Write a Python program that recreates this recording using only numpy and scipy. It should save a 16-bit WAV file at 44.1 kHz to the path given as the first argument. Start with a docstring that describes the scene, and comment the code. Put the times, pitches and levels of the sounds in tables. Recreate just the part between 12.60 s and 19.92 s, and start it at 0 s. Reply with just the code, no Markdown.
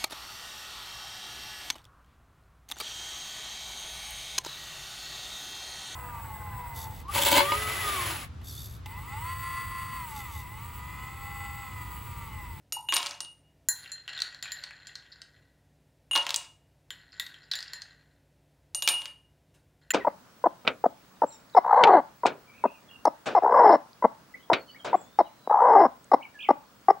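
"""In a small, hard-walled kitchen, a steel spoon scoops ice cubes from a small glass bowl into thick tumblers.
Three times a spoonful drops, bounces and rattles to rest; between the drops ice slides round the bowl.
Each contact is a pitched crack, a hollow knock and a bright snap; many also ring as fading sine tones.
Sliding and rattling are crowds of tiny random slips, and grinding is short bursts of rough noise.
The room answers every contact with fading noise echoes, over soft air noise and a faint appliance hum."""
import sys
import numpy as np
from scipy import signal
from scipy.io import wavfile

SR = 44100
rng = np.random.default_rng(int(sys.argv[2]) if len(sys.argv) > 2 else 0)


def generate_wav(signal):
    """Clip the signal to [-1, 1] and save it as 16-bit WAV at the path in sys.argv[1]."""
    frames = np.transpose(np.atleast_2d(signal))
    scaled = np.clip(frames, -1, 1) * 32767
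    pcm = np.round(scaled).astype(np.int16)
    wavfile.write(sys.argv[1], SR, pcm)


N = 322812
TIME = np.arange(N) / SR
CUTOFF_HZ = 16500


def from_db(db):
    """Turn decibels into a plain multiplier."""
    return 10 ** (np.asarray(db) / 20)


def rms_one(x):
    """Scale a sound to an average (rms) strength of 1."""
    return x / np.sqrt(np.mean(x ** 2) + 1e-20)


def attack_one(x):
    """Scale a sound to rms 1 over its first 5 ms."""
    return x / np.sqrt(np.mean(x[:SR // 200] ** 2))


def fade(t, t60):
    """Die away steadily, by 60 dB in t60 seconds."""
    return np.exp(-np.log(1000) * t / t60)


def at_hz(points, hz, axis=1):
    """Read one column of a table between its rows, on a log-frequency axis."""
    points = np.array(points)
    return np.interp(np.log(hz), np.log(points[:, 0]), points[:, axis])


def butter(x, hz, kind, order=2):
    """Filter a sound: keep what is below, above or between the given pitches."""
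    sos = signal.butter(order, np.clip(hz, 10, .45 * SR), kind, fs=SR, output="sos")
    return signal.sosfilt(sos, x)


def resonate(x, hz, width):
    """Ring at one pitch, as a resonance of gain 1 at its top; width is in Hz."""
    r = np.exp(-np.pi * width / SR)
    feed = np.array([1, 0, -1]) * (1 - r * r) / 2
    feedback = [1, -2 * r * np.cos(2 * np.pi * hz / SR), r * r]
    return signal.lfilter(feed, feedback, x + 1e-18)


def hollow_ring(x, hollow):
    """Pass a push through a vessel's hollow resonances, with alternating signs."""
    return sum((-1) ** k * from_db(db) * resonate(x, hz, width) for k, (hz, width, db) in enumerate(hollow))


def add(out, start_s, sound):
    """Mix a sound in at a given time."""
    i = round(start_s * SR)
    out[i:i + len(sound)] += sound[:max(N - i, 0)]


def noise_bands(size):
    """Give half-octave bands of noise with their centres; neighbours are unrelated."""
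    white = rng.standard_normal((2, size))
    edges = 22 * 2 ** np.arange(0, 10, .5)
    for k, (low, high) in enumerate(zip(edges, edges[1:])):
        yield np.sqrt(low * high), butter(white[k % 2], [low, high], "band")


# Crack of an ordinary contact: knock and snap are reckoned from there
ORDINARY_DB, ORDINARY_HZ = -35, 3700
# The higher its crack, the more glancing a contact and the less it knocks on the vessel
KNOCK_LOSS_DB_PER_OCTAVE = 5.5


def blows(rows, knock_db, knock_growth, snap_db, snap_growth):
    """Give each contact a knock and snap that grow with its force, in dB per dB of crack."""
    out = []
    for start_s, crack_db, crack_hz, *_ in rows:
        force_db = crack_db - ORDINARY_DB
        glance_db = KNOCK_LOSS_DB_PER_OCTAVE * np.log2(crack_hz / ORDINARY_HZ)
        knock = knock_db + knock_growth * force_db - glance_db
        out.append((start_s, crack_db, crack_hz, knock, snap_db + snap_growth * force_db))
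    return out


def contacts(rows, hollow, damping, chatter, chatter_t60, knock_chatter, snap_hz):
    """Turn a sharp push and a few ms of chatter into a pitched crack, a hollow knock and a bright snap."""
    out, t = np.zeros(N), TIME[:SR // 10]
    push = 1.0 * (t == 0)
    for start_s, crack_db, hz, knock_db, snap_db in rows:
        grit = rng.standard_normal((3, len(t))) * fade(t, chatter_t60)

        crack = resonate(push + chatter * grit[0], hz, damping * hz)
        crack = butter(butter(crack, 1600, "high"), 9000, "low", order=7)
        # Bending waves spread out in time, so the crack swells over a few cycles
        crack = crack - 2 * resonate(crack, hz, .5 * hz)

        knock = butter(hollow_ring(push + knock_chatter * grit[1], hollow), 2100, "low")

        snap = butter(push + 0.073 * grit[2], snap_hz, "high", order=4)
        snap = butter(snap, 20000, "low", order=1)
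        for band_hz in np.geomspace(snap_hz, CUTOFF_HZ, 4):  # the snap is smeared likewise
            snap = snap - 2 * resonate(snap, band_hz, band_hz / 10)

        for level_db, part in [(crack_db, crack), (knock_db, knock), (snap_db, snap)]:
            add(out, start_s, from_db(level_db) * attack_one(part))
    return out


# A hard, glancing touch of steel favours the high tones: the ring's spectrum tilts about this pitch
RING_PIVOT_HZ = 4000


def struck_rings(rows, tones, split, twin_db, twin_life, rise_s):
    """Ring each tone by force and place; uneven walls and leaning ice split glass modes, so they waver."""
    out, t = np.zeros(N), TIME[:SR * 2 // 3]
    for start_s, _, _, ring_db, tilt_db, place_db in rows:
        for hz, tone_db, t60, sway in tones:
            db = ring_db + tone_db + tilt_db * np.log2(hz / RING_PIVOT_HZ) + sway * place_db
            # Three twins lie slightly off the tone's pitch; split is their typical relative offset
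            detune, phase = rng.normal(0, split, (3, 1)), rng.random((3, 1))
            twins = np.sin(2 * np.pi * (hz * (1 + detune) * t + phase)).mean(axis=0)
            twins = twins * fade(t, t60 * twin_life)
            ring = np.sin(2 * np.pi * hz * t) * fade(t, t60) + from_db(twin_db) * twins
            add(out, start_s, from_db(db) * ring * (1 - np.exp(-t / rise_s)))
    return out


def strokes(rows, attack_s, sag_db, release_db_per_s):
    """Give the level in dB of movements that start quickly, sag as they go on and then die away."""
    levels = []
    for start_s, length_s, level_db, *_ in rows:
        since = TIME - start_s
        rise = 20 * np.log10(np.clip(since / attack_s, 1e-6, 1))
        sag = sag_db * np.clip(since / length_s, 0, 1)
        release = release_db_per_s * np.maximum(since - length_s, 0)
        levels.append(level_db + rise - sag - release)
    return np.max(levels, axis=0)


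def jostle(level, hollow, per_s, spread_db, low_hz, high_hz, tick_width, tick_db, hollow_db):
    """Let wet ice slip at random: each slip stirs the vessel and ticks at one of ten pitches."""
    sizes = from_db(spread_db * np.minimum(rng.exponential(1, N), 3)) * rng.choice([-1, 1], N)
    slips = sizes * (rng.random(N) < per_s / SR)
    pitches = np.geomspace(low_hz, high_hz, 10)
    dealt = rng.integers(0, len(pitches), N)
    ticks = sum(resonate(slips * (dealt == k), hz, tick_width) for k, hz in enumerate(pitches))
    ticks = butter(ticks, high_hz, "low")
    force = from_db(0.22 * (level - level.max()))  # gentle slips hardly tick
    stir = butter(hollow_ring(slips, hollow), 2600, "low")
    mix = force * from_db(tick_db) * rms_one(ticks) + from_db(hollow_db) * rms_one(stir)
    return from_db(level) * mix


# Colour of the room air: pitch_hz, level_db (per Hz, relative)
AIR = [(15, -61), (25, -32), (48, -7.5), (145, -6.5), (175, -16), (285, -14), (405, -18.5), (560, -15),
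       (1230, -31), (1480, -26.5), (4610, -34), (16000, -41)]
AIR_DB = -68  # rms level of the air
# Tones of the appliance hum: pitch_hz, level_db (rms)
HUM = [(60.5, -72.5), (96.9, -74.5), (145.3, -72.5), (279.9, -80.5)]


def background():
    """Room air is shaped noise; the appliance hum is sines with slightly wandering phases."""
    air = rms_one(sum(from_db(at_hz(AIR, hz)) * band for hz, band in noise_bands(N)))
    wander = np.cumsum(rng.standard_normal((len(HUM), N)), axis=1) / np.sqrt(SR)
    hum = 0
    for (hz, db), drift in zip(HUM, wander):
        hum = hum + np.sqrt(2) * from_db(db) * np.sin(2 * np.pi * hz * TIME + 3 * drift)
    return from_db(AIR_DB) * air + hum


# Tones heard when a tumbler is struck: glass modes, plus two faint ones near 3640 and 4020 Hz,
# perhaps the spoon or room: pitch_hz, level_db (relative), t60_s, sway (dB gained per dB of place)
TUMBLER_TONES = [(2859, -0.5, 0.39, 1), (3640, -16, 0.15, 0.5), (4020, -17, 0.14, 0),
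                 (6790, -2.5, 0.1, -0.5), (9110, 1, 0.25, 1), (11660, -7, 0.2, -1)]
# Hollow resonances of a tumbler, its air and the counter under it: pitch_hz, width_hz, level_db (relative)
TUMBLER_HOLLOW = [(298, 51, -10.5), (560, 71, -7), (703, 29, -0.5), (912, 81, 4.5), (1078, 65, 5.5),
                  (1274, 140, 1), (1900, 760, -3.5)]
# Spoon on a tumbler: start_s, crack_db, crack_hz, ring_db, ring_tilt_db (per octave), place_db
# Place: a contact near the still points of some modes weakens them and favours the others
TUMBLER_CLINKS = [(.1232, -31, 4950, -34, 1, -3), (.2875, -48, 2870, -23.5, -13.5, -5.5),
                  (.3385, -26, 3890, -35.5, 7.5, 1), (.605, -32, 4900, -46, 0, 6.5),
                  (3.5112, -42.5, 2860, -32.5, -6.5, 4), (3.533, -43.5, 2885, -31.5, -5.5, 6),
                  (6.1474, -30, 5370, -35, 2.5, 1), (6.2229, -28.5, 3700, -29.5, -2, -1.5),
                  (6.2876, -20, 3770, -35.5, 8.5, .5), (6.338, -55, 2920, -36.5, -4.5, 5.5)]


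def tumbler_clinks():
    """Steel taps thick glass: returns the knocks and the ring."""
    steel = blows(TUMBLER_CLINKS, knock_db=-43.5, knock_growth=.1, snap_db=-53.5, snap_growth=.8)
    hits = contacts(steel, TUMBLER_HOLLOW, damping=.4, chatter=0.082, chatter_t60=.025,
                    knock_chatter=0.082, snap_hz=7800)
    ring = struck_rings(TUMBLER_CLINKS, TUMBLER_TONES, split=0.0055, twin_db=-3, twin_life=1.25, rise_s=0.00021)
    return hits, ring


# Reverberation of the kitchen: pitch_hz, level_db (relative), t60_s
KITCHEN = [(200, -1, 0.2), (515, 6, 0.24), (1010, -2.5, 0.42), (2260, -2.5, 0.1), (4060, -9, 0.18),
           (7500, -8.5, 0.11), (10300, -7, 0.16), (16000, -13, 0.073)]


def kitchen(x, early_db, early_t60, first_s):
    """Hard walls, counter and crockery send back dense echoes; each band of the tail has its own fade."""
    t, echo = TIME[:SR], 0
    for hz, band in noise_bands(len(t)):
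        tail = fade(t, at_hz(KITCHEN, hz, axis=2))
        early = from_db(early_db) * fade(t, early_t60)
        shape = (tail + early) * (1 - np.exp(-(t / first_s) ** 2))
        echo = echo + from_db(at_hz(KITCHEN, hz)) * band * shape / np.sqrt(np.sum(shape ** 2))
    return signal.fftconvolve(x, echo)[:N]


BUMP_S, BUMP_DB = .171, -28.5  # middle and peak level of the bump


def tumbler_bump():
    """A soft bump sets the air in the first tumbler sounding: a few ms of one hollow tone."""
    swell = np.exp(-((TIME - BUMP_S) / 0.003) ** 2)
    return from_db(BUMP_DB) * swell * np.sin(2 * np.pi * TUMBLER_HOLLOW[3][0] * TIME)


# A spoonful lands in a tumbler and rattles to rest:
# start_s, length_s, rattle_db (before ticks and stir are weighted), thump_db (extra, on the base)
DROPS = [(0.323, 0.22, -34, 1), (3.572, 0.27, -39.5, 1.5), (6.252, 0.23, -44, -2.5)]


def tumbler_rattle():
    """Cubes rattle to rest as many small slips against each other and the glass."""
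    unrest_db = strokes(DROPS, attack_s=0.012, sag_db=9.5, release_db_per_s=296.5)
    return jostle(unrest_db, TUMBLER_HOLLOW, per_s=620, spread_db=3.0, low_hz=2300, high_hz=7200,
                  tick_width=230, tick_db=-2.5, hollow_db=-11)


# The first landings thump the tumbler's base; later bounces hardly do
THUMP_FADE_DB_PER_S = 74


def settling(rows):
    """A spoonful thumps the base as it lands; the later a contact, the less it knocks."""
    out = []
    for start_s, crack_db, crack_hz, knock_db, snap_db in rows:
        landed_s, _, _, thump_db = min(DROPS, key=lambda drop: abs(start_s - drop[0]))
        knock = knock_db + thump_db - THUMP_FADE_DB_PER_S * (start_s - landed_s)
        out.append((start_s, crack_db, crack_hz, knock, snap_db))
    return out


# Contacts as a spoonful lands and bounces in a tumbler, mostly cubes, one (at 0.3331 s) probably the spoon:
# start_s, crack_db, crack_hz
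TUMBLER_LANDINGS = [(.324, -26, 2480), (0.3331, -34.5, 3800), (0.3598, -28, 4650), (0.3663, -21, 3520),
                    (0.3777, -35, 3130), (0.429, -32, 3760), (.4615, -32, 4620), (0.4676, -31, 4340),
                    (0.51, -37, 4700), (0.6484, -46.5, 3770), (3.5536, -27, 3200), (3.56, -22.5, 3670),
                    (3.5635, -25.5, 2580), (3.576, -30, 4300), (3.6665, -29.5, 3000), (3.6924, -29.5, 3800),
                    (3.7059, -27, 3420), (3.7432, -23.5, 4060), (3.761, -23.5, 7520), (6.2762, -16.5, 2660),
                    (6.293, -31, 3550), (6.4185, -41, 3300), (6.4565, -36, 3050)]
LANDING_RING_DB = -9.5  # ring against crack, for a crack at the lowest mode's pitch


def tumbler_landings():
    """A spoonful, mostly cubes, lands and bounces in a tumbler: returns the knocks and the ring."""
    landings = blows(TUMBLER_LANDINGS, knock_db=-34.5, knock_growth=0.28, snap_db=-53, snap_growth=1.4)
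    hits = contacts(settling(landings), TUMBLER_HOLLOW, damping=.4, chatter=0.082, chatter_t60=.025,
                    knock_chatter=0.082, snap_hz=7800)
    # Ice is softer than steel: it wakes only the lowest mode, and less the further its crack lies from it
    ringing = []
    for start_s, crack_db, hz in TUMBLER_LANDINGS:
        octaves_off = abs(np.log2(hz / TUMBLER_TONES[0][0]))
        ringing.append((start_s, crack_db, hz, crack_db + LANDING_RING_DB - 12 * octaves_off, 0, 0))
    ring = struck_rings(ringing, TUMBLER_TONES[:1], split=.008, twin_db=-4, twin_life=1.3, rise_s=0.0004)
    return hits, ring


# Tones heard when the bowl is struck: glass modes, and one at 12690 Hz that may be the spoon's:
# pitch_hz, level_db (relative), t60_s, sway (dB gained per dB of place)
BOWL_TONES = [(1829, -2, 0.061, 1), (4170, 0.5, .3, -1), (7124, 10, .1, .4), (10590, 0.5, .06, -1),
              (12690, -12, .2, 2.1), (14665, -9.5, .1, -0.71)]
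# Hollow resonances of the bowl, its air and the counter under it: pitch_hz, width_hz, level_db (relative)
BOWL_HOLLOW = [(845, 500, -16.5), (1510, 98, 3), (1770, 210, 1.5), (1932, 140, 3.5)]
# Spoon on the bowl: start_s, crack_db, crack_hz, ring_db, ring_tilt_db (per octave), place_db
BOWL_CLINKS = [(1.0867, -21.5, 7230, -37.5, 9, -3), (1.3178, -42, 6970, -41, -5.5, -2.5),
               (1.8263, -34.5, 4050, -45, -5.5, 2.5), (1.9194, -34.5, 4060, -46, -2.5, 5.5),
               (2.27, -45, 4440, -53.5, -6, 1.5), (4.305, -36.5, 3170, -57.5, 1, 1),
               (4.5976, -28.5, 3600, -51, -8.5, 14.5), (4.9541, -33.5, 4110, -48, -2.5, 2),
               (5.134, -36.5, 4310, -46, -8, -0.5), (7.3054, -27, 2740, -33.5, -3.5, 6.5)]


def bowl_clinks():
    """The spoon strikes the bowl as it digs: returns the knocks and the ring."""
    steel = blows(BOWL_CLINKS, knock_db=-44.5, knock_growth=1.2, snap_db=-47.5, snap_growth=1.6)
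    hits = contacts(steel, BOWL_HOLLOW, damping=0.12, chatter=0.1, chatter_t60=0.02,
                    knock_chatter=0.2, snap_hz=8540)
    ring = struck_rings(BOWL_CLINKS, BOWL_TONES, split=0.014, twin_db=-3.5, twin_life=1.0, rise_s=.0006)
    return hits, ring


# The spoon pushes cubes round the bowl: start_s, length_s, push_db (before ticks and stir are weighted)
PUSHES = [(1.15, 0.25, -50), (1.48, 0.25, -44.5), (1.83, 0.32, -46.5), (2.25, 0.35, -53),
          (2.73, 0.091, -62), (4.32, 0.21, -59.5), (4.52, 0.42, -55), (4.91, .38, -50), (7.21, 0.052, -65)]


def bowl_slide():
    """Ice slides round the bowl in small slips, which keep two glass modes faintly singing."""
    push_db = strokes(PUSHES, attack_s=.008, sag_db=8, release_db_per_s=71)
    slide = jostle(push_db, BOWL_HOLLOW, per_s=800, spread_db=6.0, low_hz=2689, high_hz=4863,
                   tick_width=370, tick_db=-5.5, hollow_db=-4.5)
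    second_mode = from_db(10.5) * resonate(slide, BOWL_TONES[1][0], 130)
    third_mode = from_db(26.5) * resonate(slide, BOWL_TONES[2][0], 80)
    return slide + second_mode + third_mode


# Small knocks in the bowl: mostly cubes, a few (such as 1.2592 and 4.6648 s) probably the spoon:
# start_s, crack_db, crack_hz
BOWL_KNOCKS = [(1.2592, -46, 2700), (1.4785, -36, 3020), (1.491, -42, 2830), (1.5332, -42.5, 2900),
               (1.5766, -36, 3800), (1.59, -38, 3550), (1.6029, -34.5, 4050), (1.6193, -23, 4250),
               (1.7463, -43, 4130), (1.8559, -40, 2510), (2.038, -34.5, 4310), (2.1081, -45.5, 1860),
               (2.3546, -37.5, 4300), (2.6175, -42.5, 4676), (4.6648, -41.5, 3800), (4.7416, -48, 3260),
               (4.9149, -26, 4060), (4.9358, -30, 3530), (4.9891, -36, 4300), (5.0054, -39, 4540),
               (5.0269, -37.5, 4700), (5.2193, -38.5, 4470)]


def bowl_knocks():
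    """Small knocks in the bowl, mostly cubes on the glass and on each other."""
    knocks = blows(BOWL_KNOCKS, knock_db=-46, knock_growth=0.76, snap_db=-58.5, snap_growth=1.1)
    return contacts(knocks, BOWL_HOLLOW, damping=0.086, chatter=0.17, chatter_t60=0.019,
                    knock_chatter=0.094, snap_hz=7630)


# The spoon forcing its way under a cube grinds briefly: start_s, level_db (before the fade), t60_s
GRINDS = [(2.518, -46, 0.11), (4.52, -54.5, 0.11), (4.83, -58.5, .17), (4.913, -33.5, 0.18),
          (5.08, -43, 0.044)]


def grinding():
    """Steel dragged over ice: a dying burst of rough noise in the cube's own resonance."""
    out, t = np.zeros(N), TIME[:SR // 2]
    for start_s, level_db, t60 in GRINDS:
        rough = rng.standard_normal(len(t)) ** 3  # cubing makes it spiky
        scrape = rms_one(butter(rough, [3800, 5100], "band", order=3))
        add(out, start_s, from_db(level_db) * scrape * fade(t, t60))
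    return out


# A faint tap somewhere else in the room: start_s, level_db (before filter and fade)
FAR_TAP = (6.94, -47)


def far_tap():
    """A far tap is a short soft scuff of fading noise."""
    out, t = np.zeros(N), TIME[:SR // 10]
    start_s, level_db = FAR_TAP
    scuff = butter(rng.standard_normal(len(t)), 7200, "low", order=1)
    add(out, start_s, from_db(level_db) * scuff * fade(t, 0.065))
    return out


def scene():
    """Mix knocks and rings, direct and by way of the room; the far tap comes only by way of the room."""
    clink_hits, clink_ring = tumbler_clinks()
    landing_hits, landing_ring = tumbler_landings()
    bowl_hits, bowl_ring = bowl_clinks()
    drops = clink_hits + tumbler_bump() + tumbler_rattle() + landing_hits
    tumbler_ring = clink_ring + landing_ring
    digging = bowl_hits + bowl_slide() + bowl_knocks() + grinding()

    direct = drops + digging + tumbler_ring + bowl_ring
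    to_room = drops + from_db(2.5) * digging + from_db(1.5) * tumbler_ring + from_db(3.0) * bowl_ring
    to_room = to_room + far_tap()
    room = kitchen(to_room, early_db=0.0, early_t60=0.36, first_s=0.0009)
    mid = direct + room + background()
    # Nearly mono: the middle range leans left, and the left side arrives a hair early
    side = .2 * resonate(mid, 2000, 600) + 0.056 * np.gradient(mid)
    return np.array([mid + side, mid - side])


def record(dry):
    """Cut the deep bass, round the loudest peaks, then cut the top."""
    rounded = np.tanh(butter(dry, 45, "high"))
    return signal.sosfilt(signal.cheby2(14, 60, CUTOFF_HZ, fs=SR, output="sos"), rounded)


dry = scene()
out = record(dry)
generate_wav(out)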